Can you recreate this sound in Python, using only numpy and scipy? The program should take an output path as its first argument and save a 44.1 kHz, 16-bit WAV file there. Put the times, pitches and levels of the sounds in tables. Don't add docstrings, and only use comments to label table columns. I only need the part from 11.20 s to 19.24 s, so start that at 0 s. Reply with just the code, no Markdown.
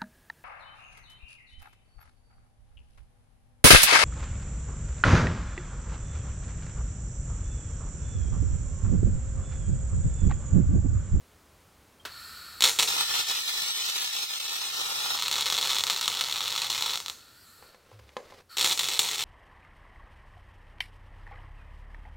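import sys
import numpy as np
from scipy import signal
from scipy.fft import rfft, irfft, next_fast_len
from scipy.io import wavfile
from scipy.ndimage import uniform_filter1d, map_coordinates

SR = 44100
rng = np.random.default_rng(int(sys.argv[2]) if len(sys.argv) > 2 else 0)


def pcm_store(signal):
    levels = np.round(np.clip(np.atleast_2d(signal), -1, 1) * 32767)
    wavfile.write(sys.argv[1], SR, levels.astype(np.int16).T)


N = 354563

# t/s, relative level/dB, time stuck beforehand/s
LOUD_POPS = [(1.4075, -10, .01), (1.4228, -5.5, .01), (1.4393, -2, .004), (1.4434, -12, 0.0018),
             (1.4853, -14, 0.0055), (1.5886, -7, 0.007), (1.5929, -8, .003), (1.606, -8.5, .003),
             (1.6259, -7, 0.016), (1.6298, -6, 0.0039), (4.0238, -10.5, .014), (4.114, -9.5, 0.031),
             (4.2586, -12.5, 0.026), (4.301, -9.5, 0.013), (4.3245, -12, .01), (4.4133, -12, 0.016),
             (4.556, -13.5, 0.0072), (4.638, -5, 0.018), (4.6684, -12, .01), (4.6993, -5, 0.013),
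             (4.706, -16, .004), (4.812, -11, 0.011), (4.8789, -7, 0.0083), (5.01, -9.5, 0.009),
             (5.125, -13.5, 0.0061), (5.378, -13, 0.0075), (5.5005, -13.5, 0.026), (5.624, -9.5, .01),
             (5.7749, -13.5, .01), (5.8027, -17.5, .01), (5.8615, -16.5, .01), (5.8828, -16.5, .01),
             (5.8987, -15, .01), (7.3834, -12.5, 0.0063), (7.4113, -9, 0.0066), (7.427, -11, 0.0045),
             (7.4448, -7, 0.0072), (7.4615, -8.5, 0.0036), (7.576, -14, 0.018), (7.5924, -12.5, 0.0082),
             (7.6868, -12, 0.0057), (7.7923, -6.5, 0.0087), (7.9812, -19, 0.016)]
# start/s, end/s, level at the start/dB
BURNS = [(1.426, 1.501, -21.5), (1.59, 1.63, -20), (3.967, 4.612, -26.5), (4.66, 5.756, -30.5),
         (7.368, 7.535, -25), (7.574, 8.1, -30.5)]
# f/Hz, relative level/dB
POP_COLOUR = [(50, -38), (130, -17), (290, -24), (450, -15.5), (680, -17.5), (930, -6), (1350, -4.5),
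              (1600, -12.5), (3050, -3.5), (3450, 2.5), (4300, 2), (4750, -8), (5200, -5.5), (7500, -9.5),
              (10500, -20), (12500, -17.5), (16000, -19)]
# f/Hz, gain/dB
FACING_COLOUR = [(150, 2.5), (300, 4), (550, 2.5), (1300, -3), (2000, 2.5), (4200, -0.5), (6000, 1.5),
                 (9000, 4), (15000, 1.5)]
# f/Hz, width/Hz, relative level/dB
FLUTTER_MODES = [(111, 13, -5), (150, 32, -12.5)]
CATCH_S, SWELL_DB_PER_S, QUENCH_S = 0.0019, 2.6, 0.005
POOL_DB, COOLING_S = -14, 0.14
STUCK_DB = -7.5

# t/s, hiss level/dB, body level/dB
BLUR_LEVELS = [(1.673, -27.5, -38.5), (2.0, -26.5, -38), (2.3, -30, -45.5), (2.8, -28.5, -43),
               (3.2, -32.5, -47), (3.65, -31, -41), (3.96, -29.5, -38.5)]
# f/Hz, relative level/dB
BLUR_HISS_COLOUR = [(900, -37), (1550, -25), (1780, -1.5), (2050, -8), (2600, -1.5), (3100, 0.5), (4000, 6),
                    (4700, -4), (5200, 1.5), (6600, -6), (8500, -7), (10500, -17), (12500, -11),
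                    (15500, -14.5)]
# f/Hz, relative level/dB
BLUR_BODY_COLOUR = [(40, -44), (110, -11), (240, -17), (430, -6.5), (650, -11.5), (800, 0), (1100, -2),
                    (1400, 3), (1600, -15), (2400, -69)]
# middle/s, length/s, depth of the body/dB
LULLS = [(1.882, 0.13, 9), (2.053, .11, 9.5), (2.236, .1, 7.5), (2.535, 0.059, 5), (2.736, 0.054, 5.5),
         (2.908, .08, 9), (3.076, .1, 6), (3.193, 0.023, 13), (3.51, .07, 5)]
LULL_SHARE = 0.52
BLUR_FADE_S = 0.013

# valve opens/s, valve shuts/s, surge from the pressure stored in the hose/dB
GAS_FLOWS = [(0.861, 6.48, 16.5), (7.289, 7.3, 21.5)]
# f/Hz, nominal width/Hz, relative level/dB
NOZZLE_MODES = [(1365, 180, 2.5), (1800, 73, -4.5), (2460, 530, -13), (3170, 250, -15), (4020, 320, -3.5),
                (4400, 130, 2), (5100, 720, -11.5)]
# f/Hz, nominal width/Hz, relative level/dB
JET_BANDS = [(7700, 1300, -1.5), (11100, 1600, -10), (13600, 2700, -5)]
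PIPE_DB, JET_DB = -61, -66.5
SURGE_S, PIPE_RISE_S, JET_RISE_S, GAS_RELEASE_S = 2.8, 0.061, 0.082, 0.087
LIFT_S, LIFT_LENGTH_S, LIFT_PITCH, LIFT_JET_DB = 6.3, 0.55, 0.027, 5.5
# f/Hz, gain/dB
CLACK_COLOUR = [(100, -14), (400, -1), (800, 1.0), (1500, 9.0), (2200, 2.5),
                (4200, 4.5), (6500, -6.0), (10000, -10), (16000, -12)]

# t/s, relative level/dB, relative sharpness/dB
KNOCKS = [(6.425, -43, 8), (6.546, -41, 4), (6.716, -39, -15), (6.795, -45, -8), (6.892, -53, 16),
          (6.9673, -19, 0.5), (7.123, -34, -8)]
# f/Hz, mean relative level/dB, t60/s
KNOCK_MODES = [(233, -7, 0.057), (414, -22, 0.044), (503, -4, 0.07), (584, 5.5, 0.029), (730, -3, 0.034),
               (830, 1, 0.025), (1022, 2.5, 0.045), (1130, -24, 0.032), (2050, -11, 0.028),
               (2900, -22, .03)]
# middle/s, length/s, level/dB
CLOTH_RUBS = [(6.47, 0.33, -60.5), (6.755, 0.49, -59.5), (6.925, 0.19, -65.5), (7.06, 0.27, -57),
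              (7.138, 0.16, -56.5), (7.197, 0.077, -53.5)]
# f/Hz, relative level/dB
CLOTH_COLOUR = [(30, -4), (130, -8.5), (300, -9), (500, -0.5), (700, -8.5), (1100, -7.5), (1900, -11),
                (4800, -14.5), (7000, -23), (15000, -32)]
# t/s, f/Hz, level/dB, length/s
THUDS = [(6.721, 106, -49, 0.2), (6.795, 68, -53, 0.24)]

# t/s, hiss level/dB, low drone level/dB
ROOM_LEVELS = [(0, -59, -69), (1.4, -60, -67.5), (2, -73.5, -71), (3.8, -83, -88), (4.1, -57, -87),
               (6.2, -63.5, -77), (8.04, -69, -70)]
# f/Hz, relative level/dB
ROOM_COLOUR = [(22, -22.5), (70, -2.5), (150, -8), (300, -10.5), (500, -12), (700, -14.5), (1270, -15),
               (1800, -19), (4000, -23), (8000, -26), (16000, -29.5)]
# f/Hz, side level/dB
ROOM_WIDTH = [(60, -32.5), (300, -19), (1200, -13.5), (4000, -22.5), (14000, -29.5)]
# f/Hz, side level/dB
QUIET_WIDTH = [(60, -33.5), (300, -14), (1500, -13), (4000, -23.5), (7000, -14), (12000, -3)]

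# delay/ms, relative strength (gain)
ECHOES = [(2.33, 0.31), (5.3, 0.22), (5.9, 0.067), (13.5, 0.091), (21, 0.15)]
# f/Hz, t60/s
SHOP_DECAY = [(150, 0.64), (1000, 0.2), (4000, 0.35), (8000, 0.4), (15000, 0.48)]
# f/Hz, relative level/dB
SHOP_COLOUR = [(100, -10), (500, 8), (1300, 1.5), (2200, 3), (3500, -9.5), (4300, -1.5), (7000, 6),
               (14000, 0.5)]
# f/Hz, side level/dB
SHOP_WIDTH = [(100, -35), (1000, -6.5), (4000, -24.5), (8000, -3), (14000, 5.5)]
# f/Hz, left minus right/dB
PORT_DIFFERENCE = [(4500, 0), (8000, 1), (10000, 3), (12500, -4), (16000, 1)]
TOP_HZ = 15950


def arc():
    pops, stuck = np.zeros(N), np.zeros(N)
    for s, db, stuck_s in LOUD_POPS:
        add(pops, s, np.array([amp(db + 8.5)]))
        add(stuck, s - stuck_s, np.ones(round(abs(stuck_s) * SR)))
    strength = burning()
    soft = filtered(short_circuits(rate=150, scatter_db=2.0), lambda hz: 1 / (1 + (hz / 6000) ** 4))
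    sharp = short_circuits(rate=140, scatter_db=3.0)
    frying = filtered(rng.standard_normal(N), lambda hz: hz / (hz + 5000))
    mix = amp(-6) * soft + amp(-5.0) * sharp + amp(-6.5) * frying
    crackle = strength * mix * amp(STUCK_DB * np.minimum(stuck, 1))
    colour_gain = np.sqrt(np.mean(amp(along(POP_COLOUR, np.linspace(0, SR / 2, num=512))) ** 2))
    spitting = sizzle(pops, share=0.045, life=0.0055)
    sound = coloured(crackle + spitting, POP_COLOUR) / colour_gain
    bright = coloured(sound, FACING_COLOUR)
    facing = np.interp(np.arange(N) / SR, [2, 3, 6, 7], [1, 0, 0, 1])
    flutter_level = amp(-31.5) * np.minimum(strength, amp(-34.5))
    flutter = flutter_level * unit(filtered(stereo_noise(N), resonances(FLUTTER_MODES)))
    return workshop(sound + facing * (bright - sound), wet_db=-1.5, echo_db=-2.5) + flutter


def burning():
    strength = np.zeros(N)
    for start, end, db in BURNS:
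        flame = gate(start, end, CATCH_S, QUENCH_S)
        pool = amp(POOL_DB) * gate(start, end, CATCH_S, COOLING_S)
        strength += amp(db + SWELL_DB_PER_S * since(start)) * np.maximum(flame, pool)
    return strength


def short_circuits(rate, scatter_db):
    waits = rng.gamma(3, 1 / 3, size=4000)
    sizes = np.sqrt(waits) * amp(scatter_db * rng.standard_normal(len(waits)).clip(-2, 1.3))
    at = (np.cumsum(waits) / rate * SR).astype(int)
    pops = np.bincount(at[at < N], sizes[at < N], N)
    train = sizzle(pops, share=0.06, life=0.0036)
    return train / np.sqrt(np.abs(uniform_filter1d(train ** 2, size=3500)) + 1e-9)


def sizzle(pops, share, life):
    flare = np.abs(pops) * amp(5.5 * rng.standard_normal(N).clip(-2, 2))
    flare = signal.lfilter([1], [1, -np.exp(-1 / (life * SR))], flare)
    return pops + share * flare * rng.standard_normal(N)


def blurred_arc():
    pop_power = uniform_filter1d(short_circuits(rate=180, scatter_db=2.0) ** 2, size=300)
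    flutter = np.sqrt(np.abs(pop_power) + 1.5)
    steady = unit(workshop(rng.standard_normal(N), wet_db=-5, echo_db=-5))[0] * flutter
    z = signal.stft(steady, nperseg=2048)[2]
    knots = np.indices(z.shape) / np.array([16, 8])[:, None, None]
    drift = 1.8 * map_coordinates(rng.standard_normal(z.shape), knots)
    turned = z * np.exp(1j * np.array([drift, -drift]))
    swirl = signal.istft(turned, nperseg=2048)[1][:, :N]
    wide = flutter * rng.standard_normal((2, N))
    s, hiss_db, body_db = np.transpose(BLUR_LEVELS)
    t = since(0)
    lull_db = sum(depth_db * swell(middle, length) for middle, length, depth_db in LULLS)
    lull_db = lull_db + 1.5 * wobble(rate=28)
    hiss = unit(coloured(swirl + amp(-12.5) * wide, BLUR_HISS_COLOUR))
    hiss = amp(np.interp(t, s, hiss_db) - LULL_SHARE * lull_db) * hiss
    body = unit(coloured(flutter * wide, BLUR_BODY_COLOUR))
    body = amp(np.interp(t, s, body_db) - lull_db) * body
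    return gate(s[0], s[-1], CATCH_S, BLUR_FADE_S) * (hiss + body)


def gas():
    lift = swell(LIFT_S, LIFT_LENGTH_S)
    clock = np.cumsum(1 + LIFT_PITCH * lift + (0.006 + 0.028 * lift) * wobble(rate=18))

    def rush(modes, rise):
        flow = np.zeros(N)
        for opens, shuts, surge_db in GAS_FLOWS:
            surge = amp(surge_db * np.exp(-since(opens) / SURGE_S))
            flow += gate(opens, shuts, rise, GAS_RELEASE_S) * surge
        noise = unit(filtered(stereo_noise(N), resonances(modes)))
        return flow * np.array([map_coordinates(channel, [clock], mode="wrap") for channel in noise])

    pipe = amp(PIPE_DB) * rush(NOZZLE_MODES, PIPE_RISE_S)
    jet = amp(JET_DB + LIFT_JET_DB * lift) * rush(JET_BANDS, JET_RISE_S)
    return pipe + jet


def trigger():
    t, track = np.arange(SR // 4) / SR, np.zeros(N)
    ping = amp(-50.0 - 60 * t / 0.097) * np.sin(2 * np.pi * 3200 * t) * (1 - np.exp(-t / 0.0016))
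    add(track, 0.797, ping)
    s = 0.851
    snap = amp(-29.5) * gate(s, s, attack=0.001, release=0.0086)
    after = amp(-40) * gate(s, s, attack=0.004, release=0.048)
    return track + coloured(stereo_noise(N) * (snap + after), CLACK_COLOUR)


def knocks():
    t, track = np.arange(SR // 4) / SR, np.zeros(N)
    for s, db, sharp_db in KNOCKS:
        ring = np.zeros(len(t))
        for hz, mode_db, t60 in KNOCK_MODES:
            ring += amp(mode_db + rng.normal(0, 1.3) - 60 * t / t60) * np.sin(2 * np.pi * hz * t)
        crack = amp(sharp_db + 9.5 - 60 * t / 0.022) * rng.standard_normal(len(t))
        crack = filtered(crack, lambda hz: 1 / (1 + (hz / 4500) ** 4))
        add(track, s, amp(db - 13.0) * (ring + crack))
    thin = filtered(track, lambda hz: hz ** 2 / (hz ** 2 + 300 ** 2))
    return workshop(thin, wet_db=-2, echo_db=-8)


def shifting():
    catch_power = uniform_filter1d(short_circuits(rate=160, scatter_db=-2) ** 2, size=400)
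    catches = np.sqrt(np.abs(catch_power) + 0.3)
    rubbing = sum(amp(db) * swell(middle, length) for middle, length, db in CLOTH_RUBS)
    sound = rubbing * unit(coloured(stereo_noise(N) * catches, CLOTH_COLOUR))
    for s, hz, db, length in THUDS:
        u = np.linspace(0, 1, round(length * SR))
        hump = np.sin(np.pi * u ** 0.4) ** 2
        add(sound, s, amp(db) * hump * np.sin(2 * np.pi * hz * length * u))
    return sound


def room_tone():
    s, hiss_db, drone_db = np.transpose(ROOM_LEVELS)
    drone = unit(filtered(stereo_noise(N), lambda hz: 1 / (1 + ((hz - 77) / 22) ** 2)))
    hiss = unit(coloured(stereo_noise(N, ROOM_WIDTH), ROOM_COLOUR))
    return level(s, drone_db) * drone + level(s, hiss_db) * hiss


def workshop(x, wet_db, echo_db):
    hz, t, z = signal.stft(stereo_noise(SR // 2, SHOP_WIDTH), SR, nperseg=256)
    fade = amp(along(SHOP_COLOUR, hz)[:, None] - 60 * t / along(SHOP_DECAY, hz)[:, None])
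    tail = signal.istft(z * fade, SR, nperseg=256)[1]
    tail *= 1 - np.exp(-(np.arange(tail.shape[1]) / SR / 0.00082) ** 2)
    response = amp(wet_db) * tail / np.linalg.norm(tail[0])
    response[:, 0] += 1
    for k, (ms, strength) in enumerate(ECHOES):
        lean_db = (-1) ** k * 0.31 * np.array([[1], [-1]])
        add(response, ms / 1000, strength * amp(echo_db + lean_db))
    return signal.fftconvolve(x[None], response, axes=1)[:, :N]


def stereo_noise(size, width=QUIET_WIDTH):
    mid, side = rng.standard_normal((2, size))
    side = coloured(side, width)
    return np.array([mid + side, mid - side])


def resonances(modes):
    return lambda hz: sum(amp(db) / (1 + ((hz - centre) / (0.72 * width)) ** 2) for centre, width, db in modes)


def coloured(x, points):
    return filtered(x, lambda hz: amp(along(points, hz)))


def filtered(x, gain):
    m = 2 * next_fast_len(x.shape[-1] // 2 + 4096)
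    cepstrum = irfft(np.log(np.maximum(gain(np.fft.rfftfreq(m, 1 / SR)), 1e-6)), m)
    cepstrum[1:m // 2] *= 2
    cepstrum[m // 2 + 1:] = 0
    return irfft(rfft(x, m) * np.exp(rfft(cepstrum)), m)[..., :x.shape[-1]]


def along(points, hz):
    f, v = np.transpose(points)
    return np.interp(np.log(hz + 1), np.log(f), v)


def amp(db):
    return 10 ** (np.asarray(db) / 20)


def unit(x):
    return x / np.sqrt(np.mean(x ** 2) + 1e-20)


def level(s, db):
    return amp(np.interp(since(0), s, db))


def since(s):
    return np.maximum(np.arange(N) / SR - s, 0)


def gate(start, end, attack, release):
    return (1 - np.exp(-since(start) / attack)) * np.exp(-since(end) / release)


def swell(middle, length):
    return np.sin(np.pi * np.minimum(since(middle - length / 2) / length, 1)) ** 2


def wobble(rate):
    return map_coordinates(rng.standard_normal(1000), [since(0) * rate], mode="wrap")


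def add(track, s, sound):
    part = track[..., max(round(s * SR), 0):][..., :sound.shape[-1]]
    part += sound[..., :part.shape[-1]]


def scene():
    return arc() + blurred_arc() + gas() + trigger() + knocks() + shifting() + room_tone()


def record(dry):
    soft = dry / (1 + np.abs(dry / 0.7) ** 4) ** (1 / 4)
    m = next_fast_len(N + SR // 4)
    hz = np.fft.rfftfreq(m, 1 / SR)
    ports = amp(np.outer([0.5, -0.5], along(PORT_DIFFERENCE, hz)))
    return irfft(rfft(soft, m) * ports / (1 + (hz / TOP_HZ) ** 200), m)[:, :N]


dry = scene()
out = record(dry)
pcm_store(out)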